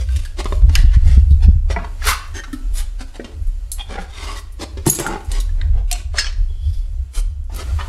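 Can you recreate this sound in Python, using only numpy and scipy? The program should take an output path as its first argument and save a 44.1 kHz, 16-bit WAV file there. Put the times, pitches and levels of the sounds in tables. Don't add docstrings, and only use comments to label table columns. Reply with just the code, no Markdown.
import sys
import numpy as np
from scipy import signal
from scipy.fft import rfft, irfft, next_fast_len
from scipy.io import wavfile
from scipy.ndimage import uniform_filter1d

SR = 44100
rng = np.random.default_rng(int(sys.argv[2]) if len(sys.argv) > 2 else 0)


def transcribe(signal):
    frames = np.atleast_2d(signal).T
    limited = np.clip(frames, -1, 1)
    pcm = np.round(limited * 32767).astype(np.int16)
    wavfile.write(sys.argv[1], SR, pcm)


N = 347814


def from_db(db):
    return 10 ** (np.asarray(db) / 20)


def rms_one(x):
    return x / np.sqrt(np.mean(x ** 2) + 1e-20)


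def in_time(rows):
    times_s, *columns = np.transpose(rows)
    return [np.interp(np.arange(N) / SR, times_s, column) for column in columns]


def at_hz(points, hz):
    points_hz, values = np.transpose(points)
    return np.interp(np.log(np.maximum(hz, 1)), np.log(points_hz), values)


def band(x, edges_hz, kind, order=2):
    return signal.sosfilt(signal.butter(order, edges_hz, kind, fs=SR, output="sos"), x)


def add(out, start_s, sound):
    start = round(start_s * SR)
    sound = sound[max(-start, 0):max(N - start, 0)]
    out[max(start, 0):max(start, 0) + len(sound)] += sound


def ring(clicks, hz, t60_s):
    radius = from_db(-60 / (t60_s * SR))
    angle = 2 * np.pi * hz / SR
    poles = [1, -2 * radius * np.cos(angle), radius * radius]
    return signal.lfilter([0, np.sin(angle)], poles, clicks + 1e-18)


def surges(depth_db, rate_hz):
    drift = band(rng.standard_normal(N + SR), rate_hz, "low")[SR:]
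    return from_db(depth_db * rms_one(drift))


def struck(blows, modes, detune=0.0, uneven_db=4.5, attack_s=0.00027):
    out = np.zeros(N)
    t = np.arange(int(.3 * SR)) / SR
    hz, mode_db, t60_s = np.transpose(modes)
    decays = from_db(-60 * t / t60_s[:, None]) * (1 - np.exp(-t / attack_s))
    for start_s, db in blows:
        strengths = from_db(db + mode_db + uneven_db * rng.standard_normal(len(hz)))
        tuned_hz = hz * (1 + detune * rng.standard_normal(len(hz)))
        cycles = tuned_hz[:, None] * t + rng.random((len(hz), 1))
        add(out, start_s, strengths @ (decays * np.sin(2 * np.pi * cycles)))
    return out


BAND_EDGES_HZ = [180, 700, 2500, 7000, 13000]
PIVOT_HZ = 2000


def band_centres_hz():
    edges = np.array(BAND_EDGES_HZ)
    return np.sqrt(edges[1:] * edges[:-1])


def band_levels(spectrum_db, db, tilt_db):
    return db + np.array(spectrum_db) + tilt_db * np.log2(band_centres_hz() / PIVOT_HZ)


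def colour(x, levels_db, top_db, ring_hz, ring_db, ring_q=3.9, near_db=-3.0, near_s=.009, count=7):
    size = 2 * next_fast_len(len(x) // 2 + 1024)
    hz = np.arange(size // 2 + 1) * SR / size
    density = np.array(levels_db) - 10 * np.log10(2 * np.diff(BAND_EDGES_HZ) / SR)
    top = density[-1] + 1.6 * min(density[-1] - density[-2] + 6, 3)
    points = [(60, density[0] - 14), (170, density[0] - 3), *zip(band_centres_hz(), density),
              (11900, top - 3.5), (13200, top + top_db), (16000, top + top_db - 9.5)]
    plain_db = at_hz(points, hz)
    octaves = np.log2(np.maximum(hz, 1) / ring_hz)
    peak = 1 / (1 + (2 * ring_q * (hz / ring_hz - 1)) ** 2)
    lift = peak - 0.34 * np.exp(-(octaves / 5.5) ** 2)
    cepstrum = irfft(np.log(from_db(plain_db + ring_db * lift)))
    cepstrum[1:size // 2] *= 2
    cepstrum[size // 2 + 1:] = 0
    lags_s = near_s * rng.uniform(.08, 1, count)
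    strengths = from_db(near_db) * rng.choice([-1, 1], count) * np.exp(-lags_s / near_s)
    echoes = np.zeros(size)
    echoes[np.round(lags_s * SR).astype(int)] = strengths
    reflected = hz / (hz + 250)
    comb = (1 + reflected * rfft(echoes)) / np.sqrt(1 + reflected ** 2 * np.sum(strengths ** 2))
    return irfft(rfft(x, size) * np.exp(rfft(cepstrum)) * comb)


# frequency in Hz, relative density in dB.
AIR_SPECTRUM = [(60, 10), (150, 10.5), (300, 5), (700, 1), (1500, -3), (3500, -6.5), (8000, -8),
                (11500, -13), (13500, -21.5), (16000, -26)]
# time in seconds, rms level in dB.
AIR_LEVEL = [(0, -52), (1.3, -49), (1.62, -55.5), (1.95, -47.5), (2.65, -48.5), (3.1, -52.5), (3.6, -51),
             (4.5, -54), (5.3, -46), (5.85, -58), (6.45, -53.5), (6.88, -54), (7.0, -54), (7.49, -59),
             (7.54, -40.5), (7.89, -41.5)]


def air(near_db=-5.5, count=8):
    hz = np.arange(N // 2 + 1) * SR / N
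    lags_s = rng.uniform(.002, .02, count)
    ripple = 1 + from_db(near_db) * sum(np.exp(-2j * np.pi * hz * lag) for lag in lags_s)
    spectrum = rfft(rng.standard_normal(N)) * from_db(at_hz(AIR_SPECTRUM, hz)) * ripple
    return from_db(in_time(AIR_LEVEL)[0]) * rms_one(irfft(spectrum, N))


# frequency in Hz, t60 in seconds.
ROOM_T60 = [(150, .55), (1000, .52), (5000, .44), (8000, .32), (15000, .17)]


def office(x, first_s=0.00016, build_s=0.00024, count=10):
    t = np.arange(int(.7 * SR)) / SR
    edges_hz = np.geomspace(100, 17000, count + 1)
    tail = np.zeros(len(t))
    for low, high in zip(edges_hz, edges_hz[1:]):
        decay = from_db(-60 * t / at_hz(ROOM_T60, np.sqrt(low * high)))
        tail += band(rng.standard_normal(len(t)), [low, high], "band") * decay
    tail *= 1 - np.exp(-np.maximum(t - first_s, 0) / build_s)
    return signal.fftconvolve(x, tail / np.sqrt(np.sum(tail ** 2)))[:N]


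def wobble(edges_hz, evenness):
    shake = band(rng.standard_normal(N + SR), edges_hz, "band", order=3)
    swing = np.abs(signal.hilbert(shake, next_fast_len(len(shake))))[:len(shake)]
    even = shake / uniform_filter1d(swing, size=900) ** evenness
    return rms_one(band(even, 1.01 * edges_hz[1], "low", order=4)[SR:])


# start in seconds, relative level in dB.
BUMPS = [(.622, -9), (.68, -5), (.783, -0.5), (0.834, 5.5), (.964, 4), (1.072, -6), (1.095, 0), (1.168, 4),
         (1.309, 2.5), (1.461, -7), (1.556, -1)]
# nominal frequency in Hz, relative level in dB, t60 in seconds.
HOUSING_MODES = [(58.8, 0.5, 0.13), (126, -9.5, 0.065), (195, -18, 0.035)]
# time in seconds, deep sway and upper shudder as relative levels in dB.
HANDLING = [(0.0, -49, -21.5), (0.07, -44, -20.5), (0.13, -40, -11.5), (0.17, -37, -11.5),
            (0.2, -21, -21.5), (0.31, -31.5, -38), (0.7, -7.5, -9.5), (0.74, -14, -13.5), (0.81, -8, -16),
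            (1.38, -16.5, -12), (1.49, -10.5, -8), (1.95, -29.5, -40), (2.09, -25, -21), (2.17, -30.5, -32),
            (2.61, -28, -40), (2.7, -16, -30.5), (3.23, -37.5, -45.5), (3.4, -31.5, -28.5),
            (3.49, -17.5, -41), (3.62, -28, -35.5), (4.59, -29.5, -37), (4.7, -62, -38), (4.79, -31, -24.5),
            (4.92, -40, -37), (5.07, -31, -42), (5.27, -36, -39), (5.29, -17, -26), (5.34, -19, -41.5),
            (5.71, -15, -15), (5.95, -16, -42), (6.04, -28, -26.5), (6.41, -15, -26.5), (6.61, -27, -28.5),
            (6.68, -27, -15.5), (6.81, -15.5, -25.5), (7.07, -30.5, -24.5), (7.12, -74, -32.5),
            (7.18, -13.5, -44.5), (7.33, -26.5, -23), (7.6, -29, -36), (7.73, -31, -14.5), (7.89, -31, -34)]


def handling(sway_db=0.0, shudder_db=0.5, murmur_db=-28.0, bump_softness_hz=260):
    sway, shudder = from_db(in_time(HANDLING))
    out = from_db(sway_db) * sway * surges(depth_db=3.0, rate_hz=10.7) * wobble([27, 42], evenness=0.85)
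    out += from_db(shudder_db) * shudder * surges(depth_db=3.0, rate_hz=7.2) * wobble([52, 83], evenness=0.63)
    out += from_db(murmur_db) * shudder * rms_one(band(rng.standard_normal(N), [80, 140], "band"))
    bumps = struck(BUMPS, HOUSING_MODES, detune=0.059, uneven_db=0.0, attack_s=0.0059)
    return out + band(bumps + 1e-18, bump_softness_hz, "low", order=3)


# time in seconds, pitch in Hz, relative level in dB.
SQUEAK = [(6.46, 3365, -81), (6.49, 3365, -54), (6.53, 3290, -57), (6.56, 3370, -57), (6.63, 3330, -56),
          (6.655, 3410, -45), (6.69, 3430, -57), (6.8, 3400, -57), (6.9, 3350, -74)]
# multiple of the pitch, relative level in dB.
SQUEAK_PARTIALS = [(.93, -9.5), (1, -3), (1.275, -14.5), (1.46, -17)]


def squeak(waver=.007, waver_hz=160, flutter_db=5.0):
    hz, db = in_time(SQUEAK)
    out = np.zeros(N)
    for ratio, partial_db in SQUEAK_PARTIALS:
        drift = rms_one(band(rng.standard_normal(N), waver_hz, "low"))
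        partial_hz = ratio * hz * (1 + waver * drift)
        level = from_db(db + partial_db) * surges(depth_db=flutter_db, rate_hz=23)
        out += level * np.sin(2 * np.pi * np.cumsum(partial_hz) / SR)
    return out


def friction_strokes(rows, spectrum_db, ring_db, slips_per_s, spread_db, smooth_share,
                     fall_ratio=0.93, top_db=-21.5, judder_hz=70, ring_q=5.3):
    out = np.zeros(N)
    t = np.arange(N) / SR
    sizes = from_db(spread_db * np.minimum(rng.exponential(1, N), 3)) * rng.choice([-1, 1], N)
    slips = rms_one(sizes * (rng.random(N) < slips_per_s / SR))
    judder = from_db(2.2 * rms_one(band(rng.standard_normal(N), judder_hz, "low")))
    hiss = rng.standard_normal(N)
    friction = rms_one(judder * (np.sqrt(1 - smooth_share) * slips + np.sqrt(smooth_share) * hiss))
    for peak_s, width_s, db, tilt_db, ring_hz in rows:
        levels_db = band_levels(spectrum_db, db, tilt_db)
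        rise_s, fall_s = width_s / fall_ratio, width_s * fall_ratio
        span = (t > peak_s - 4 * rise_s) & (t < peak_s + 4 * fall_s)
        since_s = t[span] - peak_s
        stroke = np.exp(-np.abs(since_s / np.where(since_s < 0, rise_s, fall_s)) ** 2.03)
        grains = np.roll(friction, rng.integers(N))[span]
        reach_db = top_db + .6 * (levels_db[-1] + 39.0)
        add(out, t[span][0], colour(stroke * grains, levels_db, reach_db, ring_hz, ring_db, ring_q, near_db=-1.0))
    return out


# peak in seconds, mean of rise and fall width in seconds,
# relative level in dB, tilt in dB per octave, ring in Hz.
RUBS = [(.01, 0.025, -34.5, 0.5, 523), (.18, 0.11, -43, 2.5, 2630), (.398, 0.018, -23.5, -1, 225),
        (.53, 0.074, -44, 2.5, 586), (.78, 0.059, -34.5, 1, 4200), (1.115, 0.07, -35, 0.5, 1770),
        (1.438, 0.02, -33, -0.5, 735), (1.718, 0.021, -31, -1, 690), (2.092, 0.033, -24.5, 3.5, 12900),
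        (2.372, 0.021, -29, 0, 323), (2.785, 0.035, -34.5, 4, 10400), (3.016, 0.023, -36.5, 0, 1580),
        (3.09, 0.029, -51, 1.5, 1200), (3.158, 0.018, -36, -1, 815), (3.27, 0.087, -46.5, -3, 244),
        (3.921, 0.026, -30, -2.5, 820), (4.015, 0.033, -41, 0, 700), (4.28, 0.096, -32.5, 0, 1120),
        (4.376, 0.021, -37, 2.5, 1120), (4.625, 0.021, -24, -1, 348), (4.877, 0.015, -21.5, -0.5, 338),
        (5.02, 0.12, -36.5, 0, 473), (5.12, 0.048, -39, -5, 247), (5.36, 0.044, -29.5, -0.56, 316),
        (5.63, 0.067, -48, -4, 1980), (5.785, 0.047, -45.5, -4, 760), (5.965, 0.058, -37, 1, 2550),
        (7.176, 0.027, -31.5, 3, 9600), (6.74, 0.11, -55.5, 4, 4930), (7.545, 0.04, -44, -2, 5530),
        (7.603, 0.031, -31, 0.1, 1270), (7.68, 0.067, -43.5, -2, 1390)]
# Bass, middle, presence and treble levels [dB].
RUB_DB = (-2, -3, 0, -7)


def rubs():
    return friction_strokes(RUBS, RUB_DB, ring_db=8.5, slips_per_s=500, spread_db=1.1, smooth_share=0.45)


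# peak in seconds, mean of rise and fall width
# in seconds, relative level in dB, tilt in dB per octave, ring in Hz.
SCRAPES = [(.94, 0.028, -33.5, 0.5, 1830), (1.8, 0.08, -36.5, -8.5, 750), (2.092, 0.049, -17.5, 1.5, 2120),
           (3.803, 0.019, -28.5, -1.5, 3300), (3.98, 0.068, -30, -5, 780), (4.21, 0.1, -36, 2.5, 990),
           (5.112, 0.075, -29.5, -9, 860), (6.182, 0.03, -24, 1, 8240), (6.255, 0.037, -33, -1, 5380),
           (7.806, 0.022, -30, -4.5, 1430)]
# Bass, middle, presence and treble levels [dB].
SCRAPE_DB = (-18.5, -2.5, -4.5, -16)


def scrapes():
    return friction_strokes(SCRAPES, SCRAPE_DB, ring_db=5.0, slips_per_s=320, spread_db=-1.5, smooth_share=0.14)


# peak in seconds, width in seconds, relative level in dB,
# four resonances in Hz, strongest first.
RASPS = [(.8, 0.088, -47, 2840, 1770, 3400, 3900), (1.135, 0.074, -50.5, 2680, 3320, 1810, 5400),
         (1.715, 0.014, -35.5, 1990, 5600, 3070, 3640), (2.097, 0.039, -29, 2246, 1450, 1040, 5820),
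         (2.376, 0.024, -32.5, 1820, 1570, 6360, 3120), (2.785, 0.028, -39.5, 6970, 9600, 5120, 1880),
         (3.805, 0.013, -30, 3260, 3520, 820, 2450), (3.983, 0.013, -28.5, 804, 480, 1415, 2010),
         (4.185, 0.051, -42.5, 3670, 2060, 3180, 970), (4.285, 0.06, -37.5, 1080, 2106, 2880, 4950),
         (4.376, 0.016, -39, 1955, 1090, 3670, 4600), (6.189, 0.018, -24.5, 4320, 6460, 5080, 7600),
         (6.245, 0.037, -37.5, 5500, 4420, 5660, 2380), (7.183, 0.032, -68, 4640, 2720, 3940, 3240),
         (7.808, 0.016, -38, 3010, 1790, 2430, 1080)]


def rasps(slips_per_s=420, spread_db=4.0, step_db=-3.0, t60_s=0.046):
    out = np.zeros(N)
    t = np.arange(int(.4 * SR)) / SR - .2
    for peak_s, width_s, db, *modes_hz in RASPS:
        sizes = from_db(spread_db * np.minimum(rng.exponential(1, len(t)), 3)) * rng.choice([-1, 1], len(t))
        stroke = np.exp(-(t / width_s) ** 2)
        slips = stroke * sizes * (rng.random(len(t)) < slips_per_s / SR)
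        sung = np.zeros(len(t))
        for k, hz in enumerate(modes_hz):
            sung += from_db(db + k * step_db) * rms_one(ring(slips, hz, t60_s)) * (-1) ** k
        add(out, peak_s + t[0], band(sung, min(modes_hz) / 2, "high") * np.sqrt(np.mean(stroke ** 2)))
    return out


# start in seconds, relative level in dB, t60 in seconds,
# four modes in Hz, strongest first.
TINKS = [(0.524, -20, 0.031, 1047, 397, 1780, 3670), (0.759, -17, 0.044, 1624, 2990, 3300, 2120),
         (2.437, -34, 0.046, 1350, 5879, 5373, 1770), (2.530, -30.5, 0.066, 1800, 3220, 3720, 1335),
         (3.007, -28.5, 0.042, 1360, 1000, 1770, 2690), (3.198, -31, 0.074, 1530, 1890, 1760, 2320),
         (5.614, -24, 0.019, 1930, 3740, 4170, 3070), (5.914, -31, 0.2, 4290, 2210, 5960, 7300)]


def tinks(step_db=-5.0):
    out = np.zeros(N)
    for start_s, db, t60_s, *modes_hz in TINKS:
        modes = [(hz, k * step_db, t60_s) for k, hz in enumerate(modes_hz)]
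        out += struck([(start_s, db)], modes)
    return out


# start in seconds, relative level in dB.
CABINET_BLOWS = [(2.529, -26), (2.562, -46), (2.607, -37), (3.007, -35)]
# frequency in Hz, relative level in dB, t60 in seconds.
CABINET_MODES = [(257.3, 1.5, 0.16), (295, 3.5, 0.15), (359, -7, 0.1), (1320, -19, 0.33)]


def cabinet():
    return struck(CABINET_BLOWS, CABINET_MODES, attack_s=0.0023)


# start in seconds, relative level in dB.
PANEL_BLOWS = [(1.7626, -21.5), (1.769, -23.5), (1.79, -30.5), (1.807, -46), (1.835, -35), (1.845, -31),
               (1.878, -45)]
# frequency in Hz, relative level in dB, t60 in seconds.
PANEL_MODES = [(427, -7, 0.12), (690, -3, 0.1), (790, -20, 0.09), (960, 3.5, 0.038), (1090, -8.5, 0.13),
               (1373, -4, 0.06), (1678, -5, 0.067), (1980, -4, 0.045), (2283, -5.5, .04)]


def panel():
    return struck(PANEL_BLOWS, PANEL_MODES)


# start in seconds, relative level in dB.
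LATCH_BLOWS = [(6.184, -9.5), (6.189, -14), (6.199, -21), (6.208, -25), (6.222, -26), (6.243, -25),
               (6.2668, -26.5), (6.297, -36), (6.327, -45)]
# nominal frequency in Hz, relative level in dB, t60 in seconds.
LATCH_MODES = [(1656, -4.5, 0.05), (1850, -3.5, 0.019), (2200, -3.5, 0.041), (2650, -12.5, 0.12),
               (3280, -9, 0.067), (4400, -20, 0.083), (4600, -14, 0.118), (5050, -9, 0.12),
               (5650, -22, 0.097), (5800, -17, 0.058), (6121, -14, .1), (7000, -18, 0.026),
               (8030, -11, 0.057), (8400, -21, 0.1)]


def latch():
    return struck(LATCH_BLOWS, LATCH_MODES, detune=0.035)


def contacts(rows, spectrum_db, ring_db, crack, attack_s, crack_s=0.00051, top_db=-22.5,
             push_hz=800, push_db=0.0, softening=0.016, ringing_s=0.072):
    direct, spread = np.zeros((2, N))
    t = np.arange(int(.25 * SR)) / SR
    push = band(signal.unit_impulse(len(t)) + 1e-18, push_hz, "low")
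    for start_s, db, tilt_db, t60_s, ring_hz, _ in rows:
        levels_db = band_levels(spectrum_db, db, tilt_db)
        dullness_db = max(levels_db) - levels_db[-1]
        rise_s = attack_s * np.exp(softening * min(dullness_db, 30))
        decay = from_db(-60 * t / t60_s) + crack * np.exp(-t / crack_s)
        shape = decay * (1 - np.exp(-t / rise_s))
        burst = shape * rng.standard_normal(len(t)) / np.sqrt(np.mean(shape[t < .005] ** 2))
        thinned = burst - .5 * band(burst, push_hz, "low", order=1)
        blow = thinned + from_db(push_db) * np.linalg.norm(burst) * push
        size_db = np.clip(14 * np.log10(t60_s / ringing_s), -9, 2)
        knock = colour(blow, levels_db, top_db, ring_hz, ring_db, near_db=size_db - 2.0)
        add(direct, start_s, knock)
        add(spread, start_s, from_db(size_db) * knock)
    return np.array([direct, spread])


def hollows(rows, t60_s, attack_s=0.0048):
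    out = np.zeros(N)
    t = np.arange(int(.4 * SR)) / SR
    for start_s, db, _, _, hz, sing_db in rows:
        envelope = from_db(db + sing_db - 60 * t / t60_s) * (1 - np.exp(-t / attack_s))
        add(out, start_s, envelope * np.sin(2 * np.pi * hz * t))
    return out


# start in seconds, relative level in dB, tilt in dB per octave,
# t60 of the noise in seconds, ring in Hz, sung tone against the blow in dB.
THUDS = [(.1613, -30, 8, 0.064, 292, -9.5), (.456, -20, -1, 0.059, 993, -13),
         (.523, -27, -1.5, 0.064, 575, -4), (.621, -42.5, -6, 0.014, 600, -7),
         (.6933, -26.5, 0, 0.056, 277, -3), (1.7015, -23, 0.5, 0.06, 547, -19),
         (1.766, -40, -2.5, 0.068, 178, 18.5), (2.529, -39, 2, 0.11, 288, 6),
         (3.007, -29, 1, 0.052, 260, 3), (3.196, -41.5, -8.5, 0.079, 450, 3),
         (3.199, -45.5, 4, 0.088, 244, 19), (3.2445, -25.5, 0, 0.067, 243, -8),
         (3.986, -43.5, -2, 0.082, 181, 19.5), (4.772, -28.5, -0.5, 0.092, 388, 0),
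         (4.988, -21, -2.5, 0.09, 352, -12), (4.999, -21, -3, 0.13, 345, -8.5),
         (6.502, -57.5, -7, 0.059, 463, -6)]
# Bass, middle, presence and treble levels [dB].
THUD_DB = (-2.5, -5, -6, -21)


def thuds():
    return np.vstack([contacts(THUDS, THUD_DB, ring_db=11.0, crack=4.1, attack_s=0.00023),
                      hollows(THUDS, t60_s=0.17)])


# start in seconds, relative level in dB, tilt in dB per octave,
# t60 of the noise in seconds, ring in Hz, sung tone against the blow in dB.
KNOCKS = [(.088, -38, 3.5, 0.04, 1560, 0), (.25, -32.5, 8.5, 0.054, 1640, -28),
          (.444, -29, 8, 0.013, 1810, -32), (1.7626, -36, -1, 0.04, 970, -22),
          (1.844, -30, 0, 0.066, 702, -14), (2.019, -29.5, -4, 0.055, 1730, -7),
          (2.054, -32, 9, .08, 427, 8), (2.072, -9, 3, 0.059, 1500, -15), (2.0857, -9.5, 3, 0.12, 1017, -7),
          (2.119, -16, 0.5, 0.064, 1185, -21), (2.4365, -26, 2, 0.06, 1350, -12),
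          (2.476, -38.5, -4, 0.067, 264, 2), (2.530, -38, 7.5, 0.1, 1330, 2.5),
          (2.797, -33, 4, 0.15, 830, -9), (5.051, -46, 5, .015, 900, -10),
          (5.0645, -20.5, -8, 0.015, 1375, -4), (5.102, -35, -7, 0.016, 1000, -4),
          (5.112, -33, -3, 0.022, 1390, -14), (5.125, -31, 3.5, 0.022, 1620, -8),
          (5.145, -29, 2, 0.015, 764, -17), (5.206, -34, -1, 0.026, 890, -14),
          (5.491, -45, -8, 0.029, 1730, -17), (5.6128, -31, 1.5, 0.046, 1890, -15),
          (5.914, -34.5, 13, 0.047, 714, 12.5), (6.143, -32.5, -8.5, 0.22, 580, -4.5),
          (7.4972, -46, -10.5, 0.2, 855, -18), (7.790, -23, -1, 0.23, 920, -17)]
# Bass, middle, presence and treble levels [dB].
KNOCK_DB = (-30.5, -1, -8, -21.5)


def knocks():
    return np.vstack([contacts(KNOCKS, KNOCK_DB, ring_db=15.5, crack=2.2, attack_s=0.00037),
                      hollows(KNOCKS, t60_s=0.18)])


# start in seconds, relative level in dB, tilt in dB
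# per octave, t60 of the noise in seconds, ring in Hz, sung tone against the blow in dB.
CLACKS = [(.7538, -6.5, 1.5, 0.015, 2610, -25), (.757, -17, -7, 0.18, 1940, -24.5),
          (1.3064, -45, 4.5, 0.1, 3940, -16), (2.086, -23.5, 5, 0.062, 2060, 8),
          (4.8655, -17.5, -4, 0.0084, 1860, -21), (4.8745, -25, 1, .007, 3200, -23),
          (4.8965, -28, -1.5, 0.007, 3070, -24), (4.9885, -25, 2.5, 0.01, 7400, -25),
          (5.0652, -32, 1.5, 0.0064, 9200, -16), (5.3167, -25, 2, 0.037, 8100, -6),
          (5.4016, -34, 7.5, 0.069, 3730, -7), (5.9136, -14, 4.5, 0.013, 2730, -11),
          (5.927, -19, 4, 0.028, 7840, -12), (6.184, -12, -2, 0.11, 1682, -2),
          (6.189, -18, 1.5, 0.031, 6760, -13), (6.199, -19, -4, 0.12, 5270, -14),
          (6.2105, -24, 1, 0.013, 5100, -15), (6.2662, -19, -7, 0.013, 3040, -7),
          (6.326, -37, -2, .012, 5500, -15), (7.547, -53, 9, .014, 6040, -14),
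          (7.5628, -38, 7, .012, 11800, -4)]
# Bass, middle, presence and treble levels [dB].
CLACK_DB = (-39.5, -15.5, -3.5, -11.5)


def clacks():
    return np.vstack([contacts(CLACKS, CLACK_DB, ring_db=12.5, crack=2.3, attack_s=0.00017),
                      hollows(CLACKS, t60_s=0.13)])


# start in seconds, relative level in dB.
BOX_BLOWS = [(4.866, 1), (4.8718, -23), (4.886, -6), (4.999, -15), (5.063, -18)]
# frequency in Hz, relative level in dB, t60 in seconds.
BOX_MODES = [(110.4, -9, 0.048), (134, -4.5, 0.092), (192, -11, 0.064), (331, -8.5, 0.1), (707, -20, 0.05),
             (902, -13.5, 0.029)]


def box(softness_hz=1500):
    blows = np.zeros(N)
    for start_s, db in BOX_BLOWS:
        add(blows, start_s, from_db([db]))
    blows = band(blows + 1e-18, softness_hz, "low")
    return sum(from_db(db) * ring(blows, hz, t60_s) * (-1) ** k for k, (hz, db, t60_s) in enumerate(BOX_MODES))


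# start in seconds, relative level in dB.
SMALL_KEY_BLOWS = [(3.717, -22), (4.8645, -35), (4.875, -18)]
# frequency in Hz, relative level in dB, t60 in seconds.
SMALL_KEY_MODES = [(4000, -9, .04), (4270, -6.5, .04), (4760, -18, .04), (7400, -5, 0.04),
                   (8200, -1.5, 0.06), (8900, -4.5, .05), (9400, -7, .12), (10050, 2, .04),
                   (10000, -6, 0.03), (11240, -6.5, .28), (11800, -15.5, .12)]


def small_key():
    return struck(SMALL_KEY_BLOWS, SMALL_KEY_MODES, uneven_db=-0.8)


# start in seconds, relative level in dB.
LONG_KEY_BLOWS = [(4.8985, -5), (4.917, -36), (4.931, -29), (4.999, -31)]
# frequency in Hz, relative level in dB, t60 in seconds.
LONG_KEY_MODES = [(6760, 1, .038), (6790, -23, .35), (10745, -14, .1), (10995, -14, .28),
                  (11068, -14.5, .27), (11600, -19, .12), (11900, -7, .04), (12771, -17, .17)]


def long_key():
    return struck(LONG_KEY_BLOWS, LONG_KEY_MODES, uneven_db=-2.0)


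# start in seconds, relative level in dB, added level of the low modes in dB.
CLINKS = [(2.052, -19, -10), (2.07, -10, -15), (2.082, -7, -18), (2.095, -20, -9), (2.107, -23, -16),
          (2.126, -20, -16), (2.183, -36, -14), (2.276, -41, -1), (2.529, -26.5, -20), (3.421, -43, -24),
          (3.470, -37, -3), (3.717, -12, -6), (4.016, -38, 1), (4.393, -29.5, -17), (4.523, -34.5, -32),
          (4.8639, -9.5, 4), (4.875, -10, -4), (4.890, -10, -3), (4.898, -10, -10), (4.905, -14.5, -11),
          (4.917, -16, -14), (4.931, -14, -12), (4.944, -29, -3), (4.949, -12.5, 4), (4.988, -23, 2),
          (4.997, -12.5, 2), (5.065, -20, 4.5), (5.247, -36, 2), (5.3166, -23.5, -10), (5.401, -28, -14),
          (7.4416, -46.5, -3), (7.546, -28, -10), (7.5617, -25.5, -17)]
# nominal frequency in Hz, relative level in dB, t60 in seconds.
KEY_MODES = [(4030, -27, 0.054), (4910, -20.5, 0.097), (6490, -7, 0.064), (7230, -25, .22),
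             (7500, -19, 0.091), (7500, -12.5, 0.21), (8000, -12.5, 0.087), (9660, -34, .07),
             (8900, -13.5, 0.086), (9540, -6.5, 0.048), (10970, -2.5, 0.041), (11500, -21.5, 0.1),
             (10640, -10.5, 0.028), (12600, -22.5, 0.21), (12600, -24, 0.033), (12600, -32, 0.139)]


def keys(rebound_db=-4.5, uneven_db=1.0, tick_db=4.0, level_db=-9.0, low_modes_hz=8500,
         attack_s=0.00026, count=4):
    out = np.zeros(N)
    t = np.arange(int(.17 * SR)) / SR
    hz, mode_db, t60_s = np.transpose(KEY_MODES)
    decays = from_db(-60 * t / t60_s[:, None])
    onset = 1 - np.exp(-t / attack_s)
    for touch_s, db, low_db in CLINKS:
        for k in range(count):
            tuning = 1 + (.04 if k else .008) * rng.standard_normal(len(hz))
            uneven = uneven_db * rng.standard_normal(len(hz))
            strengths = from_db(mode_db + low_db * (hz < low_modes_hz) + uneven)
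            cycles = (hz * tuning)[:, None] * t + rng.random((len(hz), 1))
            chime = strengths @ (decays * np.sin(2 * np.pi * cycles))
            tick = band(rng.standard_normal(len(t)) * np.exp(-t / 0.0021), [4200, 12500], "band")
            add(out, touch_s, from_db(db + k * rebound_db) * (chime + from_db(tick_db) * tick) * onset)
            touch_s += rng.uniform(0.003784, 0.0088)
    return from_db(level_db) * out


def scene(knock_room_db=-9.5, hollow_room_db=-19.5, rub_room_db=-12.5, key_room_db=-10.0,
          box_room_db=-18.0, rub_db=-2.0):
    hits, spread, sung = thuds() + knocks() + clacks()
    rings = sung + panel() + latch() + tinks() + cabinet()
    strokes = from_db(rub_db) * (rubs() + scrapes()) + rasps() + squeak()
    jangle = keys() + long_key() + small_key()
    boom = box()
    room = office(from_db(knock_room_db) * spread + from_db(hollow_room_db) * rings
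                  + from_db(rub_room_db) * strokes + from_db(key_room_db) * jangle
                  + from_db(box_room_db) * boom)
    return (hits + rings + strokes + jangle + boom + room + handling() + air())[None]


CUTOFF_HZ = 15900


def record(dry):
    rounded = dry / (1 + dry ** 6) ** (1 / 6)
    return signal.sosfilt(signal.ellip(10, .1, 90, CUTOFF_HZ, fs=SR, output="sos"), rounded)


dry = scene()
out = record(dry)
transcribe(out)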